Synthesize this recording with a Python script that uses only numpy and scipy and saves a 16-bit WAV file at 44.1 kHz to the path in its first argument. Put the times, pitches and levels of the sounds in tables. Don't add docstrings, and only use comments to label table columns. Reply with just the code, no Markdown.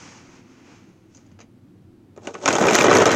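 import sys
import numpy as np
from scipy import signal
from scipy.fft import rfft, irfft, next_fast_len
from scipy.io import wavfile
from scipy.ndimage import uniform_filter1d

SR = 44100
rng = np.random.default_rng(int(sys.argv[2]) if len(sys.argv) > 2 else 0)


def bounce(signal):
    frames = np.transpose(np.atleast_2d(signal))
    limited = np.clip(frames, -1, 1)
    pcm = np.round(limited * 32767).astype(np.int16)
    wavfile.write(sys.argv[1], SR, pcm)


N = 138915
T = np.arange(N) / SR
SIZE = next_fast_len(N + 8192)
F = np.maximum(np.arange(SIZE // 2 + 1) * SR / SIZE, 1)

# [t/s, tick level/dB, clack level/dB, thud level/dB]
RATTLE = [(2.46, -29, -40, -18), (2.524, -26.5, -26, -22.5), (2.652, -24.5, -21.5, -12.5),
          (2.762, -19, -16, -16), (2.87, -25, -16.5, -13), (2.928, -23.5, -15.5, -11),
          (3.122, -27, -18.5, -18), (3.15, -21, -21, -13)]
# [f/Hz, relative level per Hz/dB]
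STONE = [(50, -36), (91, -16), (269, -5.5), (387, -5), (611, -5), (942, -7), (1290, -10), (2190, -12.5),
         (2410, -19), (2650, -15), (4610, -25), (6610, -17), (9260, -39.5), (15700, -60.5)]
# [f/Hz, relative level per Hz/dB]
PALM = [(260, -31.5), (450, 8.5), (592, -2.5), (1490, -3), (1730, -6.5), (2370, -4), (3680, -12),
        (6470, -1), (9770, -30), (15600, -64)]

THUD_TOP_HZ, TICK_FROM_HZ, GLINT_FROM_HZ = 938, 3420, 9230
TAIL_T60_S = 0.075
CRACK_DB = 2.5


def undb(db):
    return 10 ** (np.asarray(db) / 20)


def unit(x):
    return x / np.sqrt(np.mean(x ** 2))


def unit_response(response):
    return response / np.sqrt(np.mean(abs(response) ** 2))


def curve(table):
    columns = np.array(table).T
    return [np.interp(T, columns[0], column) for column in columns[1:]]


def colour(points, lo_hz=0., hi_hz=1e6):
    hz, db = np.array(points).T
    gain = undb(np.interp(np.log(F), np.log(hz), db))
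    gain = gain / np.sqrt((1 + (lo_hz / F) ** 6) * (1 + (F / hi_hz) ** 6))
    cepstrum = irfft(np.log(unit(gain) + 1e-9), SIZE)
    cepstrum[1:SIZE // 2] *= 2
    cepstrum[SIZE // 2 + 1:] = 0
    return np.exp(rfft(cepstrum))


def through(x, response):
    return irfft(rfft(x, SIZE) * response, SIZE)[:N]


def ring(hz, db, t60):
    return undb(db) / (1 + 1j * (F - hz) * 2 * np.pi * t60 / np.log(1000))


def walk(rate):
    width = int(SR / rate)
    smoothed = uniform_filter1d(rng.standard_normal(N), width)
    return unit(uniform_filter1d(smoothed, width))


def bursts(times, dbs, t60, rise, tail_db):
    kicks = np.zeros(N)
    np.add.at(kicks, np.clip((times * SR).astype(int), 0, N - 1), undb(2 * dbs))

    def fade(seconds):
        return signal.lfilter([1], [1, -undb(-120 / (seconds * SR))], kicks)

    pole = np.exp(-1 / (rise * SR))
    decays = fade(t60) + undb(2 * tail_db) * fade(TAIL_T60_S)
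    power = signal.lfilter([1 - pole], [1, -pole], decays)
    crack = np.pad(np.sqrt(kicks), (int(rise * SR), 0))[:N]
    return np.sqrt(power) * rng.standard_normal(N) + undb(CRACK_DB) * crack


def room():
    # [f/Hz, relative level per Hz/dB]
    tone = [(25, -17.5), (74, -16.5), (96, 0.5), (148, -8), (228, -3), (361, -5), (391, -14), (460, -19),
            (570, -23), (1060, -29.5), (15700, -52.5)]
    level_db, flicker_db = -50.5, 2.1
    edges_hz = [0., 80., 130., 200., 300., 450., 1e6]
    spectrum = rfft(through(rng.standard_normal(N), colour(tone)), SIZE)
    bands = [irfft(spectrum * (F >= lo) * (F < hi), SIZE)[:N] for lo, hi in zip(edges_hz, edges_hz[1:])]
    rumble = sum(band * undb(flicker_db * walk(11.0)) for band in bands[:-1])
    hiss = bands[-1]
    return undb(level_db) * (rumble + hiss)


def palms():
    # [t/s, level/dB, treble over low part/dB]
    slide = [(0.0, -47.5, -1.5), (0.166, -49, -4.5), (0.246, -56.5, -7.5), (0.366, -53.5, -6),
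             (0.424, -61, -9.5), (0.722, -53.5, -7.5), (1.074, -74, -7.5), (1.14, -70, 5),
             (1.23, -67.5, -5), (1.36, -69, -14)]
    flicker_db = 0.84
    level_db, treble_db = curve(slide)
    level_db = level_db - 200 * np.clip(T - slide[-1][0], 0, 1)
    low = through(rng.standard_normal(N), colour(PALM, 606.0, TICK_FROM_HZ))
    high = through(rng.standard_normal(N), colour(PALM, TICK_FROM_HZ))
    level = undb(level_db + flicker_db * walk(33))
    treble = undb(treble_db + flicker_db * walk(30))
    return level * (low + high * treble)


def fingers():
    # [t/s, tick level/dB, clack level/dB, time for the power to fall by e (2 ms at least)/s]
    taps = [(1.1485, -48.5, -51.5, 0.0028), (1.158, -55, -62, 0.0064), (1.1703, -46.5, -60, 0.0022),
            (1.176, -64, -51.5, 0.0045), (1.261, -63, -63, .006), (1.316, -62, -56, .003),
            (1.39, -58, -43, 0.0032), (1.404, -50, -40, 0.0025), (1.412, -49, -44, 0.0031),
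            (1.419, -65, -48.5, 0.008)]
    # [f/Hz, level/dB]
    tap_rings = [(800, 0), (2210, -5), (2910, -5), (3970, -2), (4900, 0), (6150, 4), (6750, 8)]
    ring_t60_s, crack_db = 0.0063, 14
    rings = .5 + sum(ring(hz, db, ring_t60_s) for hz, db in tap_rings)
    out = 0
    for column, lo_hz, hi_hz in ((1, TICK_FROM_HZ, 1e6), (2, 300.0, TICK_FROM_HZ)):
        power = np.zeros(N)
        for tap in taps:
            fade = np.exp(-np.clip(T - tap[0], 0, 1) / max(tap[3], .002))
            power += undb(2 * tap[column]) * (T >= tap[0]) * fade
        click = -undb(crack_db) * np.sqrt(np.clip(np.diff(power, prepend=0), 0, None))
        hiss = np.sqrt(power) * rng.standard_normal(N)
        out = out + through(hiss + click, unit_response(colour(PALM, lo_hz, hi_hz) * rings))
    return out


def glints():
    # [t/s, peak level/dB]
    set_glints = [(2.663, -33.5), (2.7132, -36), (2.7307, -33), (2.7511, -22.5), (2.794, -31),
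                  (2.8104, -30), (2.828, -29), (2.9517, -28), (2.9687, -29), (2.9966, -38), (3.0175, -39),
                  (3.0555, -32), (3.117, -32.5)]
    small_count, small_over_ticks_db, small_spread_db = 150, -25, 3.5
    when = rng.uniform(RATTLE[0][0], (N - 1) / SR, small_count)
    small_db = curve(RATTLE)[0][(when * SR).astype(int)] + small_over_ticks_db
    small_db = small_db + small_spread_db * rng.standard_normal(small_count)
    set_times, set_db = np.array(set_glints).T
    times, dbs = np.append(set_times, when), np.append(set_db, small_db)
    edge = 1 / np.sqrt(1 + (GLINT_FROM_HZ / F) ** 20)
    response = colour(STONE, GLINT_FROM_HZ) * (0.5 + ring(13300, 5, .004)) * edge
    return through(bursts(times, dbs, t60=0.0069, rise=0.0023, tail_db=-19), unit_response(response))


def body(lo_hz, hi_hz):
    # [f/Hz, level among the rings/dB, t60/s]
    resonances = [(107, -3.5, 0.12), (196, -3, 0.15), (388, 2, 0.053), (447, 3, 0.068), (579, 2, 0.091),
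                  (1278, 4, 0.054), (1497, 6, 0.04), (1877, 3, 0.093), (2380, 11, 0.042)]
    rings_db = -4
    rings = undb(rings_db) * sum(ring(*row) for row in resonances)
    return unit_response(colour(STONE, lo_hz, hi_hz) * (1 + rings))


def notes(times, dbs, hz, t60, rise):
    k = np.arange(1400)
    s = k / SR
    shape = (1 - np.exp(-s / rise)) ** 2 * np.exp(-np.log(1000) * s / t60)
    partials = undb(dbs)[:, None] * shape * np.sin(2 * np.pi * hz[:, None] * s)
    out = np.zeros(N + len(k))
    np.add.at(out, (times * SR).astype(int)[:, None] + k, partials)
    return out[:N]


def stones():
    # [t/s, tick level/dB, clack level/dB, thud level/dB, tick note f/Hz, clack note f/Hz]
    knocks = [(2.163, -48.5, -51, -43, 7200, 2460), (2.175, -47, -43, -32.5, 7080, 1220),
              (2.271, -23, -24, -24, 5900, 2830), (2.3415, -31.5, -33, -33, 6300, 2520),
              (2.351, -47, -24.5, -40, 6350, 1130), (2.458, -11, -8.5, -35, 6460, 1294),
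              (2.4776, -8.5, -7, -9.5, 5660, 1050), (2.4836, -19, -8.5, -18, 6600, 1110),
              (2.4863, -10, -16, -12.5, 6900, 1540), (2.5051, -28, -12, -15.5, 6950, 1460),
              (2.5276, -12.5, -24, -15.5, 6510, 1130), (2.5536, -14.5, -12, -38, 6570, 1300),
              (2.584, -16.5, -18, -10, 6360, 1210), (2.6386, -24, -13, -15, 7360, 1310),
              (2.6688, -16, -14.5, -19, 6700, 1290), (2.6848, -16.5, -8, -26, 6550, 2420),
              (2.7323, -12, -18, -26, 6200, 1190), (2.741, -14, -34, -25, 5800, 1420),
              (2.7462, -9, -13, -21, 5970, 1475), (2.7518, -4.5, -8.5, -17, 6050, 1940),
              (2.763, -13, -21, -28, 6140, 1550), (2.77, -29, -23, -30, 5590, 1300),
              (2.7864, -9.5, -7, -15, 7380, 2414), (2.81, -10.5, -9, -17, 6840, 2390),
              (2.83, -17, -26, -31, 5950, 1550), (2.8417, -13, -10.5, -10, 6160, 1230),
              (2.8825, -35, -9, -8, 6060, 2010), (2.9127, -18.5, -7, -4.5, 6470, 1270),
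              (2.9295, -18, -7, -11, 7000, 1950), (2.9376, -15, -26, -12, 6530, 1370),
              (2.951, -13, -16, -30, 6000, 2120), (2.9624, -18.5, -16, -29, 6300, 1830),
              (2.9691, -8, -18, -22, 4400, 1890), (2.9845, -14, -13, -4, 6900, 1720),
              (3.0168, -13.5, -12, -8, 6550, 1360), (3.022, -15, -17, -27, 6850, 1410),
              (3.0559, -10, -16, -10.5, 6030, 1280), (3.0658, -13, -12, -16, 7120, 1180),
              (3.1157, -13, -22, -34, 6650, 1160)]
    # [t/s, tick level/dB, clack level/dB, thud level/dB]
    nudge = [(2.1, -102, -79, -79), (2.25, -42.5, -53, -37.5), (2.276, -46, -34.5, -31),
             (2.332, -46.5, -67, -46.5), (2.35, -45, -43, -30.5), (2.396, -46.5, -51, -44),
             (2.448, -30, -37, -20)]
    # [from f/Hz, to f/Hz, t60/s, rise/s, scatter of small knocks/dB, tail level/dB]
    parts = [(TICK_FROM_HZ, GLINT_FROM_HZ, 0.0039, 0.00082, 3.7, -16),
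             (THUD_TOP_HZ, TICK_FROM_HZ, 0.0051, .0008, 2.35, -12),
             (0., THUD_TOP_HZ, 0.018, 0.00394, 1.4, -9)]
    # [lowest f/Hz and highest f/Hz of the small stones, t60/s,
    # level over the noise for loud knocks/dB, the same for small knocks/dB]
    stone_notes = [(5110, 7800, 0.0096, 3.6, 3), (1133, 4100, 0.024, 1.6, -5)]
    rattle_per_s = 260
    own_db = 2
    scrape_db = -13
    nudge_scatter, nudge_note_db = 0.44, -1

    heap = list(nudge) + list(RATTLE)
    start = heap[0][0]
    count = int(rattle_per_s * (N / SR - start))
    when = rng.uniform(start, (N - 1) / SR, count)
    size = np.minimum(rng.exponential(size=count), 3)
    size = size * np.where(when < RATTLE[0][0], nudge_scatter, 1)
    loud = np.array(knocks).T
    times = np.append(loud[0], when)
    damping_db = nudge_note_db * (times < nudge[-1][0])
    out = 0
    for part, (settings, line_db) in enumerate(zip(parts, curve(heap))):
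        lo_hz, hi_hz, t60, rise, scatter_db, tail_db = settings
        loud_db = loud[1 + part]
        small_db = scatter_db * size + own_db * rng.standard_normal(count)
        small_db = small_db - 10 * np.log10(np.mean(undb(2 * small_db)))
        small_db = small_db + line_db[(when * SR).astype(int)]
        scrape = (T > start) * undb(line_db + scrape_db) * rng.standard_normal(N)
        hits = bursts(times, np.append(loud_db, small_db), t60, rise, tail_db)
        out = out + through(hits + scrape, body(lo_hz, hi_hz))
        if part < len(stone_notes):
            low_hz, high_hz, note_t60, loud_over_db, small_over_db = stone_notes[part]
            note_db = np.append(loud_db + loud_over_db, small_db + small_over_db) + damping_db
            small_hz = low_hz * (high_hz / low_hz) ** rng.random(count)
            note_hz = np.append(loud[4 + part], small_hz)
            out = out + notes(times, note_db, note_hz, note_t60, rise)
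    return out


def scene():
    mono = stones() + glints() + fingers() + palms() + room()
    return np.array([mono, mono])


def record(dry):
    top_hz = 15850
    rounded = np.tanh(.7 * dry) / 0.69
    return signal.sosfilt(signal.ellip(10, .2, 60, top_hz, fs=SR, output="sos"), rounded)


dry = scene()
out = record(dry)
bounce(out)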